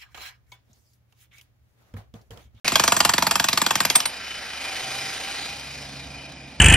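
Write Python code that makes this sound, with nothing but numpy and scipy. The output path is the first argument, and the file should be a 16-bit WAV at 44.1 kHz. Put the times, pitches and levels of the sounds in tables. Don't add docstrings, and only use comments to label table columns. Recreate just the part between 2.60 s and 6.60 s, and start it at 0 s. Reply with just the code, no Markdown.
import sys
import numpy as np
from scipy import signal
from scipy.fft import rfft, irfft, next_fast_len
from scipy.io import wavfile
from scipy.ndimage import uniform_filter1d, map_coordinates

SR = 44100
rng = np.random.default_rng(int(sys.argv[2]) if len(sys.argv) > 2 else 0)


def natural_amplitude(level_db):
    exponent = np.asarray(level_db, float) / 20
    return 10 ** exponent


def inscribe(sig):
    pcm = np.round(np.clip(np.atleast_2d(sig).T, -1, 1) * 32767)
    wavfile.write(sys.argv[1], SR, pcm.astype(np.int16))


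N = 176400


def unit(x):
    return x / np.sqrt(np.mean(x ** 2) + 1e-20)


def along(points, hz):
    f, v = np.transpose(points)
    return np.interp(np.log(hz + 1), np.log(f + 1), v)


def curves(rows):
    s, *columns = np.transpose(rows)
    return [np.interp(np.arange(N) / SR, s, column) for column in columns]


def wobble(rate):
    knots = rng.standard_normal(int(N * rate / SR) + 4)
    return map_coordinates(knots, [np.arange(N) * rate / SR])


def filtered(x, response):
    m = next_fast_len(N + SR // 2)
    return irfft(rfft(x, m) * response(np.fft.rfftfreq(m, 1 / SR)), m)[..., :N]


def add_at(track, start_s, sound):
    track[round(start_s * SR):][:len(sound)] += sound


def patchy(x, depth_db, bins, frames, tilt=0):
    hz, t, z = signal.stft(x, SR, nperseg=256)
    field = uniform_filter1d(rng.standard_normal(z.shape), bins, 0)
    field = unit(uniform_filter1d(field, frames, 1))
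    tilt_now = np.interp(t * SR, np.arange(N), tilt + np.zeros(N))
    tilt_db = np.log10((hz[:, None] + 99) / 2500) * tilt_now
    return signal.istft(z * natural_amplitude(depth_db * field + tilt_db), SR, nperseg=256)[1][:N]


def resonances(peaks):
    def gain(f):
        power = 0
        for c, w, db in peaks:
            power = power + natural_amplitude(2 * db) * (f * w) ** 2 / ((c * c - f * f) ** 2 + (f * w) ** 2)
        return np.sqrt(power)
    return gain


def ringing(modes, t, rise_s, scatter_db, drift_hz):
    draw = rng.standard_normal((len(modes), 3))
    tone = 0
    for (hz, db, t60), (louder, sharper, shift) in zip(modes, draw):
        fade = natural_amplitude(db + scatter_db * louder - 60 * t / t60)
        tone = tone + fade * np.sin(2 * np.pi * (hz + drift_hz * sharper) * t + 0.45 * shift)
    return tone * (1 - np.exp(-t / rise_s))


# start_s [s], level_db [dB], brightness [dB a decade], housing_db [dB]
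MOTOR_PATH = [(.05, -21.5, 5.5, -4), (.3, -32, 23, 3), (.7, -37, 19.5, 4.5), (1.3, -33, 10.5, 4.5),
              (1.5, -35, 6, 3.5), (1.8, -33, 7, -4), (2.0, -33, 9, 2.5), (2.05, -27.5, 6.5, -1),
              (2.35, -28, 10, -2.5), (2.72, -28.5, 7.5, -5.5), (3.0, -37, 11, 6), (3.3, -36.5, 6, -1.5),
              (3.6, -47, 12, 16), (3.8, -46.5, 7, 7.5), (4, -46.5, 5.5, 8.5)]
# start_s [s], speed [turns a second]
CRANK_SPEED = [(0, 24), (1.2, 22), (1.5, 28.6), (2, 26.2), (2.8, 28), (4, 26.7)]
# pitch_hz [Hz], level_db [dB per Hz]
WHIRR_COLOUR = [(150, -1), (500, 1), (1200, -3), (2300, -0.5), (5500, -12), (7500, -7.5), (11000, -22),
                (15600, -31.5), (16300, -68)]
# pitch_hz [Hz], width_hz [Hz], level_db [dB]
HOUSING_PEAKS = [(730, 147, 0.5), (2426, 60, 7), (2500, 60, -3.5), (3130, 53, -6.5)]
# pitch_hz [Hz], width_hz [Hz], level_db [dB]
VENT_SIDE = [(3805, 99, -2.5), (4280, 120, 0), (4940, 190, 3), (5360, 68, 4), (5350, 92, -6)]
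# pitch_hz [Hz], width_hz [Hz], level_db [dB]
GEAR_SIDE = [(1345, 62, -1), (1594, 77, -2.5), (1935, 32, 0), (2100, 40, -7), (3010, 29, 8),
             (3010, 33, -16.5)]
# start_s [s], vent_side_db [dB], gear_side_db [dB]
FACING_PATH = [(.05, 1, -17), (1.5, 7, 4), (1.9, 7, 6.5), (2.1, 2.5, 0), (2.4, 4, 1), (2.699, 1.5, -0.5),
               (3.0, 6, 2.5), (3.3, 8, -6), (3.6, 13, 11), (4, 8.5, -4)]
# middle_s [s], half_length_s [s], pitch_hz [Hz], width_hz [Hz], level_db [dB]
VENT_PASS = (2.87, .14, 4050, 450, 10)


def motor():
    housing_gain_db = 3.5
    level_db, bright_db, housing_db = curves(MOTOR_PATH)
    turns = np.cumsum(curves(CRANK_SPEED)[0]) / SR
    throb_db = 1.5 * np.sin(2 * np.pi * turns) + 0.31 * np.sin(6 * np.pi * turns)
    throb_db = throb_db + 0.5 * wobble(40) + 0.045 * wobble(17.0)
    grit = rng.standard_normal(N) * natural_amplitude(1.5 * wobble(2500) + throb_db)
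    grit = patchy(grit, 1.25, bins=3, frames=30, tilt=bright_db)
    grit = filtered(grit, lambda hz: natural_amplitude(along(WHIRR_COLOUR, hz)))
    passing = np.exp(-((np.arange(N) / SR - VENT_PASS[0]) / VENT_PASS[1]) ** 2)
    mix = grit + passing * filtered(grit, resonances([VENT_PASS[2:]]))
    for side_db, peaks in zip(curves(FACING_PATH), (VENT_SIDE, GEAR_SIDE)):
        mix = mix + natural_amplitude(housing_gain_db + side_db) * filtered(grit, resonances(peaks))
    mix = mix + natural_amplitude(housing_gain_db + housing_db) * filtered(grit, resonances(HOUSING_PEAKS))
    return natural_amplitude(level_db) * unit(mix)


# start_s [s], first_order_db [dB], second_order_db [dB]
HUM_LEVEL = [(.06, -46.5, -56), (.4, -50, -71), (1.3, -58, -48), (1.5, -59.5, -80), (2.12, -58.5, -82),
             (2.25, -60, -52.5), (2.5, -54, -55), (2.62, -59.5, -72), (2.85, -55, -58.5), (3.2, -53.5, -49),
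             (3.5, -51, -51), (3.8, -52, -52.5), (3.92, -51.5, -58)]
# start_s [s], pitch_hz [Hz]
ENGINE_PITCH = [(0, 68), (2.3, 65.7), (2.5, 68), (3.2, 68.3), (4, 68.5)]
# start_s [s], level_db [dB]
FOURTH_ORDER = [(0, -71), (2.9, -58), (3.4, -59.5), (3.7, -54), (4, -59)]
# pitch_hz [Hz], level_db [dB per Hz]
RUMBLE_COLOUR = [(15, -62), (25, -39), (54, -10.5), (134, -8.5), (284, -10), (401, -22), (549, -15),
                 (900, -20.5), (1170, -29), (1980, -120)]


def street():
    first_db, second_db = curves(HUM_LEVEL)
    pitch_hz = curves(ENGINE_PITCH)[0] * (1 + 0.005 * wobble(5.88))
    phase = 2 * np.pi * np.cumsum(pitch_hz) / SR
    hum = natural_amplitude(first_db + 1.7 * wobble(32)) * np.sin(phase)
    hum = hum + natural_amplitude(second_db + 2.0 + 0.62 * wobble(19)) * np.sin(2 * phase)
    hum = hum + natural_amplitude(curves(FOURTH_ORDER)[0] + 2.8 * wobble(15)) * np.sin(4 * phase)
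    rumble = unit(filtered(rng.standard_normal(N), lambda hz: natural_amplitude(along(RUMBLE_COLOUR, hz))))
    rumble_db = -50 + first_db - first_db.mean() + 1.4 * wobble(1.5)
    return np.sqrt(2) * hum + natural_amplitude(rumble_db) * rumble


def late(hz):
    cycles, under_hz = 2.8, 2600
    ratio = np.minimum(hz + 60, under_hz) / under_hz
    return np.exp(-2j * np.pi * cycles * (np.log(ratio) - ratio)) * (hz > 75)


# start_s [s], peak_db [dB], ring_db [dB], ground_thud_db [dB]
STEADY_BLOWS = [(0.078, -4.5, -4, -22.5), (0.119, -9.5, 8.5, -2.5), (0.156, -0.5, 4.5, -19),
                (0.196, -2, 4, -12.5), (0.237, -3.5, 3.5, -10), (0.277, -1.5, 3, -13.5),
                (0.32, -1, 8.5, -14.5), (0.365, -4.5, 6.5, -12), (0.403, -0.5, 3.5, -14.5),
                (0.449, -1, 5, -14), (0.492, -1.5, 7, -17.5), (0.536, -4, 4.5, -10), (0.58, -4, 3, -12.5),
                (0.623, -3.5, 5, -12.5), (0.667, -4, 5.5, -9.5), (0.71, -3, 3.5, -20.5),
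                (0.755, -4, 7, -17), (0.797, -3.5, 4.5, -13), (0.841, -5, 5, -16), (0.885, -4.5, -2, -13),
                (0.929, -6, 2, -11), (0.974, -3.5, 1.5, -18.5), (1.016, -3.5, 7, -13),
                (1.063, -4, 2.5, -12.5), (1.107, -4, 5, -13.5), (1.154, -5.5, 0, -9), (1.203, -3.5, 7, -11),
                (1.25, -5, -2, -12.5)]
# start_s [s], peak_db [dB], ring_db [dB], ground_thud_db [dB]
SPLITTING_BLOWS = [
    (1.3, -4.5, -11, -17),
    (1.352, -8, 9, -36),
    (1.356, -3.5, -0.5, -24),
    (1.402, -9, 0, -21.5),
    (1.455, -10, -33, -22),
]
# start_s [s], level_db [dB]
CHISEL_TICKS = [
    (2.995, -29),
    (3.72, -33),
]
# pitch_hz [Hz], level_db [dB per Hz]
CRACK_COLOUR = [(250, -20.5), (800, -3.5), (1700, -3.5), (4500, -1.5), (6500, -5), (11000, -17.5),
                (15500, -20.5), (17500, -70)]
# pitch_hz [Hz], level_db [dB], fade_60db_s [s]
STEEL_TONES = [(687, -7.5, 0.061), (837, -10.5, 0.066), (953, 4.5, 0.026), (1059, 1.5, 0.025),
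               (1156, 11, 0.013), (1423, -2.5, 0.038), (1555, -2, 0.035), (1723, -6.5, 0.051),
               (1847, -8, 0.059), (2618, -1.5, 0.021), (3350, -1.5, 0.032), (4300, -16.5, 0.049),
               (4980, -4.5, 0.027), (7409, 3.5, 0.077)]
# pitch_hz [Hz], level_db [dB], fade_60db_s [s]
GROUND_TONES = [(185, -3, 0.021), (217.4, -4, 0.029), (266.3, -1, 0.026), (325, -9, 0.034)]


def blows():
    rise_s, hold_s, fall_s = 0.00055, 0.0021, 0.022
    rebound_s = .0095
    t = np.arange(SR // 10) / SR
    chips = rng.standard_normal(N) * natural_amplitude(1.46 * wobble(900))
    chips = patchy(chips, 2.2, bins=5, frames=4)
    chips = unit(filtered(chips, lambda hz: natural_amplitude(along(CRACK_COLOUR, hz))))
    chips = np.pad(chips, (0, SR))
    crush = natural_amplitude(-60 * np.maximum(t - hold_s, 0) / fall_s)
    rattle = natural_amplitude(-20 - 60 * t / .07)
    rebound = (t > rebound_s) * natural_amplitude(-15 - 60 * (t - rebound_s) / fall_s)
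    shape = (1 - np.exp(-t / rise_s)) * (crush + rattle) + rebound
    track = np.zeros(N + SR)
    ticks = [(s, db, -9, -40) for s, db in CHISEL_TICKS]
    for s, db, ring_db, thud_db in list(STEADY_BLOWS) + list(SPLITTING_BLOWS) + ticks:
        steel = ringing(STEEL_TONES, t, 0.0014, scatter_db=2.3, drift_hz=15.4)
        hit = chips[round(s * SR):][:len(t)] * shape + natural_amplitude(ring_db - 8) * steel
        hit = hit / np.linalg.norm(hit) * np.sqrt(hold_s * SR) / 2
        add_at(track, s, natural_amplitude(db + 2) * hit)
        thud = ringing(GROUND_TONES, t, 0.0041, scatter_db=0.5, drift_hz=2.9)
        add_at(track, s + 0.000054, natural_amplitude(db + thud_db) * thud)
    return filtered(track[:N], late)


# pitch_hz [Hz], level_db [dB per Hz]
DEBRIS_COLOUR = [(5000, -49), (7000, -18), (9500, 2.5), (12500, 0.5), (14500, -9), (16000, -40)]
# pitch_hz [Hz], level_db [dB], fade_60db_s [s]
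TIP_TONES = [(7500, -4, .05), (12600, 0, .06), (14600, -3, .05)]


def debris():
    t, spray, tip = np.arange(SR // 8) / SR, np.zeros(N), np.zeros(N)
    for s, db, *_ in list(STEADY_BLOWS) + list(SPLITTING_BLOWS):
        add_at(spray, s, natural_amplitude(db - 30.5 + 1.9 * rng.standard_normal() - 60 * t / 0.1))
        add_at(tip, s, natural_amplitude(db - 22.5) * ringing(TIP_TONES, t, 0.00083, scatter_db=1, drift_hz=147))
    grains = patchy(rng.standard_normal(N) * natural_amplitude(10 * wobble(500)), 5.1, bins=5, frames=3)
    return spray * unit(filtered(grains, lambda hz: natural_amplitude(along(DEBRIS_COLOUR, hz)))) + tip


# start_s [s], peak_db [dB], pitch_hz [Hz]
STONE_RINGS = [(0.0776, -10, 2575), (0.1555, 2, 3310), (0.196, -5.5, 2460), (0.278, -5, 3280),
               (0.3205, -8, 2616), (0.405, -2, 4850), (0.4913, -6, 3350), (0.58, -11, 4720),
               (0.754, -10, 2610), (0.8859, -8, 2580), (0.9747, -2, 4360), (1.0635, -9, 4730),
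               (1.1546, -9, 5370), (1.2999, -4.5, 3270), (1.3533, -3, 5000)]


def accents():
    t, ring = np.arange(SR // 20) / SR, np.zeros(N)
    for s, db, hz in STONE_RINGS:
        tone = ringing([(hz, 0, 0.031)], t, 0.0011, scatter_db=0.5, drift_hz=0)
        add_at(ring, s, natural_amplitude(db - 6) * tone)
    return ring


# pitch_hz [Hz], fade_60db_s [s]
FRONT_FADE = [(200, 0.65), (2000, 0.34), (10000, 0.23)]


def shop_front(x):
    hz, t, z = signal.stft(rng.standard_normal((2, SR // 4)), SR, nperseg=256)
    fade = natural_amplitude(-60 * t / along(FRONT_FADE, hz)[:, None])
    tail = signal.istft(z * fade, SR, nperseg=256)[1]
    delayed = np.pad(x, (300, 0))[None]
    return signal.fftconvolve(delayed, tail / np.linalg.norm(tail[0]), axes=1)[:, :N]


# pitch_hz [Hz], level_db [dB], fade_60db_s [s]
FREE_TONES = [(8570, 2, 0.099), (11300, -9.5, 0.21), (12800, -20, 0.058), (14600, 0, 0.049)]
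# start_s [s], level_db [dB]
FREE_RINGS = [
    (1.3, -30),
    (1.354, -20),
    (1.456, -32),
]


def free_chisel():
    t, ring = np.arange(SR // 8) / SR, np.zeros(N)
    for s, db in FREE_RINGS:
        add_at(ring, s, natural_amplitude(db) * ringing(FREE_TONES, t, 0.00065, scatter_db=-7.0, drift_hz=30))
    return ring


# start_s [s], pitch_hz [Hz], level_db [dB]
FAN_TONE = [(1.9, 757, -64), (2.05, 765, -47), (2.3, 770, -47), (2.55, 777, -46), (2.75, 798, -51),
            (2.95, 805, -52), (3.1, 794, -75)]


def fan():
    hz, db = curves(FAN_TONE)
    phase = 2 * np.pi * np.cumsum(hz + 11 * wobble(35)) / SR
    return np.sqrt(2) * natural_amplitude(db + 3.1 * wobble(29.94)) * np.sin(phase)


def scattered(x, length):
    smear = rng.standard_normal(length) * natural_amplitude(-40 * np.arange(length) / length)
    return signal.fftconvolve(x, smear / np.linalg.norm(smear))[:N]


# pitch_hz [Hz], likeness [0 to 1]
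LIKENESS = [(60, .99), (300, .985), (700, .97), (1400, .975), (3000, .75), (5500, .85), (7000, .975),
            (8500, .975), (10000, .93), (15000, .95)]


def scene():
    hits = blows() + free_chisel() + debris() + accents()
    steady = motor() + fan() + street()
    echo = natural_amplitude(-13.5) * shop_front(hits)
    other = scattered(hits, 1500) + scattered(steady, 8000)

    def shares(hz):
        angle = np.arccos(np.clip(along(LIKENESS, hz), -1, 1)) / 2
        return np.array([np.cos(angle), np.sin(angle)])

    alike, apart = filtered(np.array([hits + steady + echo[0], other + echo[1]]), shares)
    return np.array([alike + apart, alike - apart])


def joint_stereo(x):
    weaker_db, faint_db, from_hz, attack_db = -9, -34.5, 1380, 7
    hz, _, z = signal.stft(np.array([x[0] + x[1], x[0] - x[1]]) / 2, SR, nperseg=1024)
    bands = (abs(z[:, :-1]) ** 2).reshape(2, 64, 8, -1).sum(axis=2)
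    bands = 10 * np.log10(bands + 1e-20)
    keep = bands > bands[::-1] + weaker_db
    keep &= bands > bands.max(axis=(0, 1)) + faint_db
    z[:, :-1] *= np.repeat(keep, 8, axis=1) | (hz[:-1, None] < from_hz)
    mid, side = signal.istft(z, SR, nperseg=1024)[1][:, :N]
    power = (x ** 2).sum(axis=0)
    sudden = uniform_filter1d(power, size=128) > natural_amplitude(attack_db) ** 2 * uniform_filter1d(power, size=2048)
    attack = uniform_filter1d(1. * sudden, size=64)
    return attack * x + (1 - attack) * np.array([mid + side, mid - side])


def roll_off(x):
    return signal.sosfilt(signal.butter(12, 17120, fs=SR, output="sos"), x)


# pitch_hz [Hz], lead [radians]
LEFT_LEAD = [(2000, .05), (4300, 1.55), (5600, .05), (7000, 2.6), (8500, 3.7), (9800, 5.75), (12500, 6.85),
             (13400, 8.7), (14600, 9.5), (16000, 10.3)]
# pitch_hz [Hz], difference_db [dB]
LEFT_OVER_RIGHT = [(60, -.9), (300, -2.4), (700, -3.8), (1400, -2.4), (2200, -.4), (3000, -.1)]


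def record(dry):
    sides = np.array([[.5], [-.5]])

    def ports(hz):
        return natural_amplitude(sides * along(LEFT_OVER_RIGHT, hz)) * np.exp(1j * sides * along(LEFT_LEAD, hz))

    x = joint_stereo(filtered(dry, ports))
    start_s, fade_s = .0452, 0.00057
    x = x * np.clip((np.arange(N) / SR - start_s) / fade_s, 1e-5, 1)
    mix = filtered(x, lambda hz: hz < 17120)
    return roll_off(mix)


dry = scene()
out = record(dry)
inscribe(out)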